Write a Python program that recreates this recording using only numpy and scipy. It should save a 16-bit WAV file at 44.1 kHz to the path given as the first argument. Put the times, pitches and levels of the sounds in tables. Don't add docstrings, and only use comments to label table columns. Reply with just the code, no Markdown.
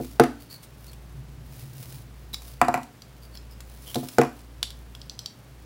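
import sys
import numpy as np
from scipy import signal
from scipy.fft import rfft, irfft
from scipy.io import wavfile

SR = 44100
rng = np.random.default_rng(int(sys.argv[2]) if len(sys.argv) > 2 else 0)


def output_pcm(signal):
    pcm = np.clip(np.atleast_2d(signal).T, -1, 1) * 32767
    wavfile.write(sys.argv[1], SR, np.round(pcm).astype(np.int16))


N = 249165
TIME = np.arange(N) / SR
RING = TIME[:SR // 2]

# f/Hz, level/dB
RUBBED_PLASTIC = [(400, 0), (1500, -5.5), (2400, -3.5), (3200, -3), (5000, -0.5), (7500, -5), (11000, 0),
                  (13500, -3), (16000, 4.5)]
# time of reaching full level t/s, time held/s, level/dB
FINGER_STROKES = [(0, 0.11, -48), (.84, 0.054, -53.5), (1.537, 0.063, -48), (1.777, 0.18, -46.5),
                  (2.463, 0.022, -45), (3.696, 0.083, -57), (3.87, 0.27, -44), (4.353, 0.016, -55)]
STROKE_ATTACK_S, STROKE_RELEASE_S = 0.05, 0.05


def undb(db):
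    return 10 ** (np.asarray(db) / 20)


def unit(x):
    return x / np.sqrt(np.mean(x ** 2))


def fade(t60):
    return np.exp(-np.log(1000) * RING / t60)


def swell(events, attack_s, release_s):
    total = np.zeros(N)
    for s, length, db in events:
        before = np.maximum(s - TIME, 0)
        after = np.maximum(TIME - s - length, 0)
        total += undb(db) * np.exp(-before / attack_s - after / release_s)
    return total


def colour(x, points):
    hz, db = np.transpose(points)
    bins = np.maximum(np.fft.rfftfreq(len(x), 1 / SR), 1)
    gains = undb(np.interp(np.log(bins), np.log(hz), db))
    return unit(irfft(rfft(x) * gains, len(x)))


def cut(x, hz, kind, order=2):
    sos = signal.butter(order, min(hz, SR / 2 - 1), kind, fs=SR, output="sos")
    return signal.sosfilt(sos, x)


def add(track, s, sound):
    start = max(int(s * SR), 0)
    track[start:start + len(sound)] += sound[:max(N - start, 0)]


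def air():
    # f/Hz, level/dB
    air_colour = [(35, -11), (80, 2), (200, 3), (400, -3), (1000, -9), (3000, -16), (8000, -23.5),
                  (15500, -29)]
    return undb(-53) * colour(rng.standard_normal(N), air_colour)


def hum(hum_hz=58.8, beat_s=1.19, quiet_s=0.56, db=-47, partner_db=0.0, octave_db=-54):
    phase = 2 * np.pi * hum_hz * TIME
    partner = phase - 2 * np.pi * (TIME - quiet_s) / beat_s
    pair = np.sin(phase) - undb(partner_db) * np.sin(partner)
    octave = np.sin(2 * partner)
    return undb(db) * pair + undb(octave_db) * octave


def rumble(steady_db=-55, attack_s=0.17, release_s=0.24):
    # f/Hz, level/dB
    rumble_colour = [(50, -10), (90, -9), (134, 5.5), (185, -17), (250, -15), (400, -27), (900, -82)]
    # time of reaching full level t/s, time held/s, level/dB
    rumble_swell = [(1.17, 0.78, -44)]
    level = np.hypot(undb(steady_db), swell(rumble_swell, attack_s, release_s))
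    return colour(rng.standard_normal(N), rumble_colour) * level


def room(x, wet_db, t60, bass_hz, first_s=0.0013):
    noise = cut(rng.standard_normal(len(RING)), 10600, "low", order=1)
    noise = cut(noise, bass_hz, "high", order=1)
    tail = noise * fade(t60) * (RING > first_s)
    answer = signal.fftconvolve(x, tail / np.linalg.norm(tail))[:N]
    return x + undb(wet_db) * answer


def slips(size, spread_db):
    strength = np.minimum(rng.exponential(size=size), 2 * np.pi)
    return rng.standard_normal(size) * undb(spread_db * strength)


def fingers(palm_echo=0.052, palm_s=0.0013, grain_db=4.5, grip_db=-61, grip_fall_db_per_s=0.3):
    slow_noise = unit(cut(rng.standard_normal(N), 40, "low"))
    unevenness = undb(1.9 * slow_noise)
    hiss = colour(slips(N, spread_db=grain_db), RUBBED_PLASTIC)
    palm = palm_echo * np.roll(hiss, int(palm_s * SR))
    strokes = swell(FINGER_STROKES, STROKE_ATTACK_S, STROKE_RELEASE_S)
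    resting_grip = undb(grip_db - grip_fall_db_per_s * TIME)
    return unit(hiss + palm) * np.hypot(strokes, resting_grip) * unevenness


def creaks(width_hz=520):
    # middle t/s, half of the whole span/s, level/dB, ring f/Hz, scratch level re ring/dB
    creak_list = [(0.415, 0.061, -62, 4460, 14.5), (.531, 0.063, -45.5, 4430, 4.5),
                  (0.639, .03, -54.5, 8330, 13.5), (0.892, 0.027, -52, 4380, -6),
                  (2.339, 0.013, -35.5, 3840, 6), (3.243, .05, -58.5, 4700, 6), (3.354, .06, -56, 4500, 4),
                  (3.521, 0.052, -60.5, 5020, 7), (3.892, 0.059, -48.5, 3140, 7)]
    track = np.zeros(N)
    for s, half_span, db, ring_hz, scratch_db in creak_list:
        size = int(2 * half_span * SR)
        drag = slips(size, spread_db=6.5)
        peak = signal.iirpeak(ring_hz, ring_hz / width_hz, fs=SR)
        once = signal.lfilter(*peak, drag)
        ring = unit(signal.lfilter(*peak, once))
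        scratch = undb(scratch_db) * colour(drag, RUBBED_PLASTIC)
        rise_and_fall = np.hanning(size) ** 2
        add(track, s - half_span, undb(db) * rise_and_fall * (ring + scratch))
    return track


def shell(centre_hz, crack_db, focus_db=11, crack_t60=0.023, detune=0.029, scatter=0.029, scatter_t60=0.018):
    # f/Hz, time to fall 60 dB t60/s, level/dB
    shell_modes = [(1410, .012, -7), (2800, .008, -8), (3310, .011, -1), (3950, .009, -1), (4480, .015, -3),
                   (5020, .013, -3), (5750, .009, -3), (7550, .012, -7), (10200, .007, -11),
                   (12800, .006, -16)]
    hz, t60, db = np.transpose(shell_modes)
    octaves_away = np.abs(np.log2(hz / centre_hz))
    gains = undb(db - focus_db * octaves_away)
    hz = hz * (1 + detune * rng.standard_normal(len(hz)))
    signs = (-1) ** np.arange(len(hz))
    modes = np.sin(2 * np.pi * hz[:, None] * RING) * fade(t60[:, None])
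    ring = (signs * gains) @ modes / np.linalg.norm(gains)
    chatter = scatter * rng.standard_normal(len(RING)) * fade(scatter_t60)
    ring = ring + signal.fftconvolve(ring, chatter)[:len(RING)]
    crack = cut(rng.standard_normal(len(RING)), 670, "high")
    crack = cut(crack, 13800, "low") * fade(crack_t60)
    return (ring + undb(crack_db) * crack) / 2


def loose_parts(count=2, middle_hz=4600, crack_db=8.5):
    track = np.zeros(N)
    for s, length, _ in FINGER_STROKES:
        for when, size, part in rng.random((count, 3)):
            tick = shell(middle_hz * 2 ** (part - .5), crack_db)
            tick_db = -50 + 2 * size
            add(track, s + when * (length + STROKE_RELEASE_S), undb(tick_db) * tick)
    return track


def clicks():
    # t/s, level/dB, centre of the ring f/Hz, sharp crack re ring/dB
    click_list = [(0.0463, -36.5, 12200, 3), (0.2358, -21, 1440, -3), (.51, -39, 9000, -4),
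                  (0.932, -43, 2370, 9), (2.343, -11, 4140, -11.5), (2.42, -38, 4550, 6),
                  (2.832, -35, 9000, 2.5), (3.0204, -25, 4810, -14), (3.353, -30, 4500, -6.5),
                  (3.373, -23.5, 5070, -18), (3.6052, -35.5, 4450, 6), (3.945, -16.5, 3330, -0.5),
                  (3.957, -13.5, 3940, -5.5), (4.0861, -23, 5000, -0.5), (4.6288, -2.5, 3200, -12.5),
                  (4.7043, -23.5, 3700, -7.5), (4.9503, -23.5, 2580, -12), (5.016, -25, 5000, -19),
                  (5.0966, -17, 5300, -19), (5.191, -15.5, 5350, -13), (5.2596, -12.5, 4850, -18)]
    track = np.zeros(N)
    for s, db, centre_hz, crack_db in click_list:
        add(track, s, undb(db) * shell(centre_hz, crack_db))
    return track


def contacts(second_s=0.0079, second_soft=0.36, rattle_from_s=.018, rattle_to_s=.05, rattle_db=-17.5):
    # t/s, level/dB, place (0 middle - 1 side), contact hardness f/Hz, second edge re first/dB
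    knock_list = [(.001, -9.5, 0.34, 357, -27), (0.1974, 3.5, 0.11, 2050, -42),
                  (0.2366, -14, 0.39, 4500, -24), (2.6147, -2.5, 0.95, 3030, -16),
                  (2.683, -5.5, 0.97, 1270, -14), (2.7412, -9.5, 1, 3840, -6.5),
                  (2.7756, -18, 1, 1500, -17), (3.956, -11.5, .36, 647, 7), (4.03, -10.5, 0.75, 267, -12),
                  (4.184, 0, 0, 2580, -16), (4.2144, -8, 0.88, 4850, -39)]
    rows = []  # t/s, level/dB, place, hardness f/Hz
    for s, db, place, hard_hz, second_db in knock_list:
        rattle_s = rng.uniform(rattle_from_s, rattle_to_s)
        rattle_place = (place + rng.random()) / 2
        rows.append((s, db, place, hard_hz))
        rows.append((s + second_s, db + second_db, place, hard_hz * second_soft))
        rows.append((s + rattle_s, db + rattle_db, rattle_place, hard_hz))
    return rows


def knocks(wash_db=-14, wash_t60=0.13, tick_db=-11, tick_soft_hz=830, rise_cycles=0.74, dent_floor_hz=400):
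    # f/Hz, time to fall 60 dB t60/s, level struck in the middle/dB, level struck at the side/dB
    table_modes = [(137.7, 0.18, -17, -26), (235, 0.36, -26, -30), (253.1, 0.22, -14, -19.5),
                   (287, 0.63, -34.5, -33), (337.4, 0.16, -14.5, -23), (464.3, 0.13, -8, -30),
                   (558, 0.075, -40, -18), (617, 0.047, -23, -23), (715.4, 0.089, -15.5, -5),
                   (750, 0.033, -9, -14), (838, 0.072, -15, -19.5), (1100, 0.022, -33, -12),
                   (1270, 0.12, -26.5, -28), (1364, 0.024, -12, -8.5), (1565, 0.13, -51, -42),
                   (1972, 0.036, -24.5, -14), (2377, 0.017, -40, -7.5)]
    # f/Hz, level struck in the middle/dB, level struck at the side/dB
    table_wash = [(190, -47, -13), (387, 16, -25), (487, 15, -26), (780, -11.5, 2.5), (960, -8, 5),
                  (1480, -5, -4), (2260, -10.5, -12.5), (2700, -16, -11), (3240, -12, -26),
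                  (6000, -19, -35), (15000, -41, -42.5)]
    # f/Hz, time to fall 60 dB t60/s, level/dB
    dent_modes = [(680, 0.0039, -4.5), (1462, 0.027, -13.5)]
    track = np.zeros(N)
    hz, t60, middle_db, side_db = np.transpose(table_modes)
    wash_hz, wash_middle_db, wash_side_db = np.transpose(table_wash)
    cycles = hz[:, None] * RING
    swing_up = 1 - np.exp(-cycles / rise_cycles)
    modes = np.sin(2 * np.pi * cycles) * fade(t60[:, None]) * swing_up
    dent = sum(undb(db) * np.sin(2 * np.pi * f * RING) * fade(t) for f, t, db in dent_modes)
    dent = cut(dent, dent_floor_hz, "high")
    for s, db, place, hard_hz in contacts():
        place = np.clip(place, 0, 1)
        top = undb(middle_db + place * (side_db - middle_db)) @ modes
        crowd_db = wash_middle_db + place * (wash_side_db - wash_middle_db)
        crowd = colour(rng.standard_normal(len(RING)), np.column_stack([wash_hz, crowd_db]))
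        wash = undb(wash_db) * crowd * fade(wash_t60)
        blow = cut(top + wash + (1 - place / 2) * dent, hard_hz, "low")
        tick_gain = undb(tick_db) / (1 + (tick_soft_hz / hard_hz) ** 2) ** 2
        tick = tick_gain * shell(7500, crack_db=0, focus_db=10)
        add(track, s, undb(db) * (blow + tick))
    return track


def scene():
    background = air() + hum() + rumble()
    toy_dry = fingers() + creaks() + loose_parts() + clicks()
    toy = room(toy_dry, wet_db=-10.5, t60=.27, bass_hz=3200)
    table = room(knocks(), wet_db=-13, t60=0.37, bass_hz=1250)
    return (background + toy + table)[None]


def record(dry):
    clipped = np.clip(cut(dry, 42, "high", order=4), -1, 1)
    top_cut = signal.ellip(12, .1, 85, 15800, fs=SR, output="sos")
    return signal.sosfilt(top_cut, clipped)


dry = scene()
out = record(dry)
output_pcm(out)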